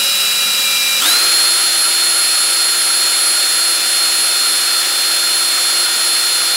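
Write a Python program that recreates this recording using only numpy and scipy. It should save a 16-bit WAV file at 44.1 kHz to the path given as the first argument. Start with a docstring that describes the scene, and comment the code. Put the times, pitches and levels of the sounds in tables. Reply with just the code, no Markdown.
"""First a slow motor whirr and the fixed-pitch song of a speed controller: a cordless drill at half trigger.
Close to the microphone, at a workbench, it spins a small hone in the bore of a hand-held brake caliper.
After one second the trigger is pulled fully, the gears clatter and the drill winds up to full speed.
Motor and gears then whine over the rasp of the stones, sagging briefly about once a second."""
import sys
import numpy as np
from scipy import signal
from scipy.fft import rfft, irfft
from scipy.io import wavfile

SR = 44100
rng = np.random.default_rng(int(sys.argv[2]) if len(sys.argv) > 2 else 0)


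def master_out(mix):
    """Clip the mix to full scale and print it as 16-bit PCM to the path in sys.argv[1]."""
    frames = np.transpose(np.atleast_2d(mix))
    ceiling = np.clip(frames, -1, 1)
    pcm = np.round(ceiling * 32767).astype(np.int16)
    wavfile.write(sys.argv[1], SR, pcm)


N = 289296
TIME, BINS = np.arange(N) / SR, np.fft.rfftfreq(N, 1 / SR)
SLOW_STEP = 32  # samples between the points of a slow random curve
SLOW_HZ = np.fft.rfftfreq(16384, SLOW_STEP / SR)
SQUEEZE_S = 1.005  # the trigger goes from half to full

# How alike the noise is in the left and right channels. Each row: frequency in Hz, correlation 0 to 1.
STEREO_LIKENESS = [(25, .8), (60, .3), (130, .6), (300, .96), (850, .985), (1350, 1), (1550, 1),
                   (1750, .975), (2100, 1), (2750, .99), (4000, .995), (5200, .93), (6700, .97),
                   (8300, .91), (11000, .98), (15000, .965)]
# Balance at the microphone. 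Each row: frequency in Hz, left minus right in dB.
PORT_BALANCE = [(60, -.7), (330, -2.1), (650, -1.3), (1150, 0), (3900, 0), (4250, -.7), (4600, -.2),
                (7500, -.2), (8800, -.8), (10500, 0)]
# Motor speed at half trigger. Each row: time in seconds, turns a second.
SPEED_AT_HALF = [(0, 202.9), (.6, 199.5), (.66, 198.4), (1, 198.5)]
# Full speed, drifting with the pressure of the hand. Each row: time in seconds, turns a second.
SPEED_AT_FULL = [(1.5, 354.4), (2.25, 354.8), (2.4, 355.6), (2.55, 354.6), (3.3, 354.9), (3.5, 354.4),
                 (4.25, 354.7), (5.15, 353.4), (5.4, 354.4), (6, 353), (6.2, 353.6), (6.5, 351.9)]
# Colour of the stones' rasp. Each row: frequency in Hz, gain in dB at half and at full trigger.
RASP_COLOUR = [(60, -34.4, -36.2), (100, -27.4, -27.5), (160, -16.5, -23.6), (260, -13.9, -14.8),
               (620, -9.5, -6.1), (1050, -9.4, -7.7), (1650, -4.2, -1.2), (2150, -6.3, -3.1),
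               (3100, -1.8, -1.0), (3750, -3.3, -1.3), (4500, -0.5, 1.1), (5100, 1.4, -1.2),
               (6300, -7.3, -6.5), (8200, -2.5, -5.4), (9200, -6.4, -7.4), (10200, -4.9, -6.9),
               (12500, -7.9, -9.8), (14300, -7.9, -10.2), (15700, -9.4, -11.1)]
# Resonances of housing and bore. Each row: centre in Hz, width in Hz, lift in dB.
BODY_RESONANCES = [(1847, 62, 3.5), (2150, 47, 1.5), (2590, 150, 3), (2820, 98, 0.5), (3280, 100, 2.5),
                   (5080, 70, 1.5), (5330, 100, 2.5), (7430, 230, 2.5), (8130, 160, 2), (8530, 170, 5),
                   (9970, 180, 3.5)]
# The hollow ring. Each row: centre in Hz, half-width in Hz, relative level in dB.
HOLLOW_MODES = [(1262, 76, -10.5), (1342, 38, -3), (1408, 41, -2.5)]
# Shaft and gears pulse the rasp. Each row: order (multiple of the motor speed), depth from 0 to 1.
RASP_PULSES = [(.0909, .05), (.873, .06), (1, .09), (1.0909, .08), (2, .06), (3, .04)]
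# Tones that swell under the torque of the run-up. Each row: order, peak time in seconds, peak in dB.
STRAIN_TONES = [(1, 1.07, -39.5), (2, 1.116, -34), (5, 1.075, -29), (14.1, 1.06, -26), (20, 1.09, -29),
                (30, 1.105, -27.5), (35, 1.085, -24)]
# Buzz of the five-slot armature at half trigger. Each row: order, level in dB.
ARMATURE_TONES = [(40, -34), (50, -37), (50.4, -39), (54, -39), (55, -46), (60, -40), (65, -43), (70, -43)]
# Weaker motor and gear tones. Each row: order, base level in dB at half and at full trigger.
WEAK_TONES = [(0.811, -57, -54), (1, -49, -43), (2, -55, -45), (2.746, -42.5, -59), (5.01, -53, -49),
              (8.13, -49, -40.5), (10.96, -53, -43), (13.1, -34, -32.7), (14.1, -28.5, -46), (15, -41, -48),
              (23.1, -48, -47), (24.1, -39, -41), (25, -37, -35.7), (25.35, -32, -50), (31, -43, -34),
              (32, -51, -37), (34.9, -35, -43)]
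# The four strong whines. Each row: order (rounded in use), base level in dB at half and at full trigger,
# swell time in seconds, dB added by load, dB lost in a sag, sway in dB, share of drift and stutter.
STRONG_WHINES = [(10, -49, -27.8, .27, 0.5, 0, .9, -.6), (12, -23.2, -18.3, .02, 3.9, 2.7, .75, .07),
                 (19.97, -36, -28.3, .26, 0.5, 1, 1, .8), (30, -29.5, -18.3, .23, 0, 3.5, 1, 1.1)]
# All four whines grow at half trigger. Each row: time in seconds, gain in dB.
WHINE_RISE = [(0, -7), (.25, -8.5), (.45, -3.5), (.57, -7), (.69, -0.5)]
# Drift of the high whines; the lowest grows as they fade. Each row: time in seconds, gain in dB.
WHINE_DRIFT = [(1.35, -1.5), (1.52, 1), (1.68, 0), (2.2, .5), (3.35, .3), (3.85, -1.5), (4.25, -0.36),
               (5.05, -4), (5.35, -2), (6.25, -2), (6.5, -4)]


def gain_of(db):
    """Decibels to gain."""
    return 10 ** (np.asarray(db) / 20)


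def unit_rms(x):
    """Scales to rms 1."""
    return x / np.sqrt(np.mean(x ** 2) + 1e-20)


def curve(rows):
    """A table of times and values, sample by sample."""
    return np.interp(TIME, *np.transpose(rows))


def spectra(rows):
    """Each column of a table of frequencies, bin by bin."""
    hz, *columns = np.transpose(rows)
    return [np.interp(np.log(BINS + 1), np.log(hz), column) for column in columns]


def coloured(x, gain):
    """Filters by a gain for each bin."""
    return irfft(rfft(x) * gain, N)


def slow_noise(gain):
    """Slow noise of rms 1 with the given gain at each rate of change."""
    slow = irfft(gain * rfft(rng.standard_normal(2 * len(SLOW_HZ) - 2)))
    return unit_rms(np.interp(np.arange(N) / SLOW_STEP, np.arange(len(slow)), slow))


def wander(hz):
    """Random drift at rates up to about hz."""
    return slow_noise(1 / (1 + (SLOW_HZ / hz) ** 2))


def sway(hz, octaves=.6):
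    """Uneven swinging at about hz."""
    return slow_noise(np.exp(-.5 * (np.log2(SLOW_HZ / hz + 1e-9) / octaves) ** 2))


def swell(peak_s, width_s):
    """A bell curve in time."""
    return np.exp(-.5 * ((TIME - peak_s) / width_s) ** 2)


def since(start_s):
    """Seconds since start_s, 0 before it."""
    return np.maximum(TIME - start_s, 0)


def trigger(rise_s):
    """0 at half trigger, rising to 1 within rise_s of the squeeze."""
    return np.minimum(since(SQUEEZE_S) / rise_s, 1)


def load(peak_after_s=.19):
    """Extra load of the run-up: rises to 1 after the squeeze and dies away."""
    age = since(SQUEEZE_S) / peak_after_s
    return age * np.exp(1 - age)


def sag(first_s=1.7, every_s=1.044, grip_s=.025, recover_s=.055):
    """Regular brief drag at full speed, 0 to 1: grips quickly and lets go slowly."""
    age = since(first_s - grip_s) % every_s
    return np.minimum(age / grip_s, np.exp((grip_s - age) / recover_s))


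def speed(wind_up_s=.997, rush_s=.042, creep_s=.11, creep_share=.26, sag_hz=3, jitter_hz=.22):
    """Motor turns a second: slow, then a quick rush and a creep up to full speed, with regular sags."""
    age = since(wind_up_s)
    slow = (1 - creep_share) * np.exp(-age / rush_s) + creep_share * np.exp(-age / creep_s)
    base_hz = slow * curve(SPEED_AT_HALF) + (1 - slow) * curve(SPEED_AT_FULL)
    return base_hz - sag_hz * sag() + jitter_hz * wander(10)


def shaft_angle(judder_turns=.009, judder_s=.12):
    """The shaft angle in turns; it judders as the sudden torque throws the gears across their play."""
    kick = trigger(.005) * np.exp(-since(SQUEEZE_S) / judder_s)
    return np.cumsum(speed()) / SR + judder_turns * kick * wander(120)


def tone(order, turns, shake, shake_hz=45):
    """A tone of rms 1 with order cycles to the turn, shaken in level and phase."""
    angle = 2 * np.pi * (order * turns + rng.random())
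    shaken = (1 + shake * wander(shake_hz)) * np.cos(angle) + shake * wander(shake_hz) * np.sin(angle)
    return np.sqrt(2 / (1 + 2 * shake ** 2)) * shaken


def noise_pair():
    """White noise, nearly the same in the left and right channels above the bass."""
    likeness = np.clip(spectra(STEREO_LIKENESS)[0], 0, .9995)
    mid = coloured(rng.standard_normal(N), np.sqrt((1 + likeness) / 2))
    side = coloured(rng.standard_normal(N), np.sqrt((1 - likeness) / 2))
    return np.array([mid + side, mid - side])


def rumble(half_db=-59.5, full_db=-70, bump_db=-52, corner_hz=42, fade_s=.5):
    """A faint rumble in the background that fades after the squeeze, with one soft bump."""
    level = gain_of(half_db + (full_db - half_db) * trigger(fade_s))
    bump = gain_of(bump_db) * swell(peak_s=4.08, width_s=.02)
    return (level + bump) * unit_rms(coloured(noise_pair(), 1 / (1 + (BINS / corner_hz) ** 8)))


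def bench_echoes(x, echo_db=-13, latest_s=.012, count=10):
    """Short echoes off the nearby bench, hand and tools ripple the colour."""
    delays, signs = rng.uniform(.001, latest_s, count), rng.choice([-1, 1], count)
    taps = np.bincount((delays * SR).astype(int), signs, N)
    return coloured(x, 1 + gain_of(echo_db) * rfft(taps) / np.sqrt(count))


def hollow_ring(pulsing, half_db=-33, full_db=-30.2, load_db=3, sway_db=1.3, knock_db=7):
    """A hollow ring under the rasp; it jumps as the squeeze knocks the hone against the bore."""
    ring = sum(coloured(noise_pair(), gain_of(db) / (1 + 1j * (BINS - hz) / half_width) ** 2)
               for hz, half_width, db in HOLLOW_MODES)
    level_db = half_db + (full_db - half_db) * trigger(.02) + load_db * load() + sway_db * sway(6)
    level_db += knock_db * swell(peak_s=1.036, width_s=.015)
    return gain_of(level_db) * unit_rms(ring * pulsing)


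def gear_strain(turns, width_s=.03, shake=.35):
    """Loaded gears growl and squeal upward for a moment."""
    return sum(gain_of(db) * swell(peak_s, width_s) * tone(order, turns, shake)
               for order, peak_s, db in STRAIN_TONES)


def gear_clatter(level_db=-14.5, rise_s=.025, fade_s=.17, centre_hz=2700, octaves=2.1, flutter=.23):
    """The gears clatter as the sudden torque takes up their play."""
    band = np.exp(-.5 * (np.log2((BINS + 1) / centre_hz) / octaves) ** 2)
    envelope = trigger(rise_s) * np.exp(-since(SQUEEZE_S) / fade_s)
    rattle = noise_pair() * (1 + flutter * wander(150))
    return gain_of(level_db) * envelope * unit_rms(coloured(rattle, band))


def motor_whirr(turns, shaft_shake=.23, gear_shake=.5, start_db=1.5, fade_db_per_s=3, load_db=2.5):
    """Weaker tones, shaken by play in the gears: they fade at half trigger and grow under load."""
    full, whirr = trigger(.083), 0
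    shared_db = (1 - full) * (start_db - fade_db_per_s * TIME) + load_db * load()
    for order, half_db, full_db in WEAK_TONES:
        rough = order > 3 and abs(order - round(order)) > .05  # gear tones between whole orders
        db = (1 - full) * half_db + full * full_db + shared_db
        whirr += gain_of(db) * tone(order, turns, gear_shake if rough else shaft_shake, shake_hz=57)
    return whirr


def armature_buzz(turns, shake=.083):
    """The slotted armature buzzes until the squeeze."""
    return (1 - trigger(.01)) * sum(gain_of(db) * tone(k, turns, shake) for k, db in ARMATURE_TONES)


def controller_song(chop_hz=3921.3, level_db=-18.5, third_db=-24, shake=.051):
    """Chopped current makes the windings sing until full trigger bypasses the chopper."""
    cycles = chop_hz * TIME
    song = tone(1, cycles, shake) + gain_of(third_db) * tone(3, cycles, shake)
    return gain_of(level_db) * (1 - trigger(.006)) * song


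def hone_rasp(turns, half_db=-12.3, full_db=-12.9, load_db=2, grit_db=-11, grit_per_s=1200):
    """Rubbing stones and grit, pulsed by the turning parts, sound through housing and bore."""
    grit = (rng.random(N) < grit_per_s / SR) * rng.choice([-1, 1], N)
    grit = grit * gain_of(2.5 * np.minimum(rng.exponential(1, N), 5))  # a few grains stand out
    pulsing = 1 + sum(depth * np.cos(2 * np.pi * (k * turns + rng.random())) for k, depth in RASP_PULSES)
    rubbing = noise_pair() + gain_of(grit_db) * unit_rms(grit)
    drive = unit_rms(bench_echoes(rubbing * pulsing))
    body_db = sum(db / (1 + (2 * (BINS - hz) / width) ** 2) for hz, width, db in BODY_RESONANCES)
    slow, fast = (coloured(drive, gain_of(db + body_db)) for db in spectra(RASP_COLOUR))
    full = trigger(.17)
    rasp = (1 - full) * gain_of(half_db) * slow + full * gain_of(full_db) * fast
    return gain_of(load_db * load()) * rasp + hollow_ring(pulsing)


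def drill_whines(turns, shake=.08, sway_hz=2.9, stutter_db=3.5, stutter_hz=22):
    """Motor and gears whine up close: they swell with the squeeze, stutter under load, sag and sway."""
    chatter = .25 * swell(peak_s=1.02, width_s=.035)
    rise_db, drift_db = curve(WHINE_RISE), curve(WHINE_DRIFT)
    unsettled = trigger(.05) * (1 - trigger(.3) ** 2)
    whines = 0
    for order, half_db, full_db, swell_s, load_db, sag_db, sway_db, share in STRONG_WHINES:
        db = half_db + (full_db - half_db) * trigger(swell_s) ** 2 + rise_db
        db += load_db * load() - sag_db * sag() + sway_db * sway(sway_hz)
        db += share * (drift_db + stutter_db * unsettled * sway(stutter_hz))
        whines += gain_of(db) * tone(round(order), turns, shake + chatter, shake_hz=64)
    return whines


def scene():
    """Drill and hone in front, on one shaft angle, with the rumble behind."""
    turns = shaft_angle()
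    drill = drill_whines(turns) + motor_whirr(turns) + armature_buzz(turns) + gear_strain(turns)
    return drill + controller_song() + hone_rasp(turns) + gear_clatter() + rumble()


def record(dry, lag_s=1.3e-6, top_hz=15780):
    """The microphone's left port hears the drill a shade softer and later; the treble ends at top_hz."""
    side = np.array([[.5], [-.5]])  # left, right
    balance = gain_of(side * spectra(PORT_BALANCE)[0])
    delay = np.exp(-2j * np.pi * side * BINS * lag_s)
    lowpass = signal.firwin(1023, top_hz, window=("kaiser", 9), fs=SR)
    return signal.oaconvolve(coloured(dry, balance * delay), lowpass[None], "same")


dry = scene()
out = record(dry)
master_out(out)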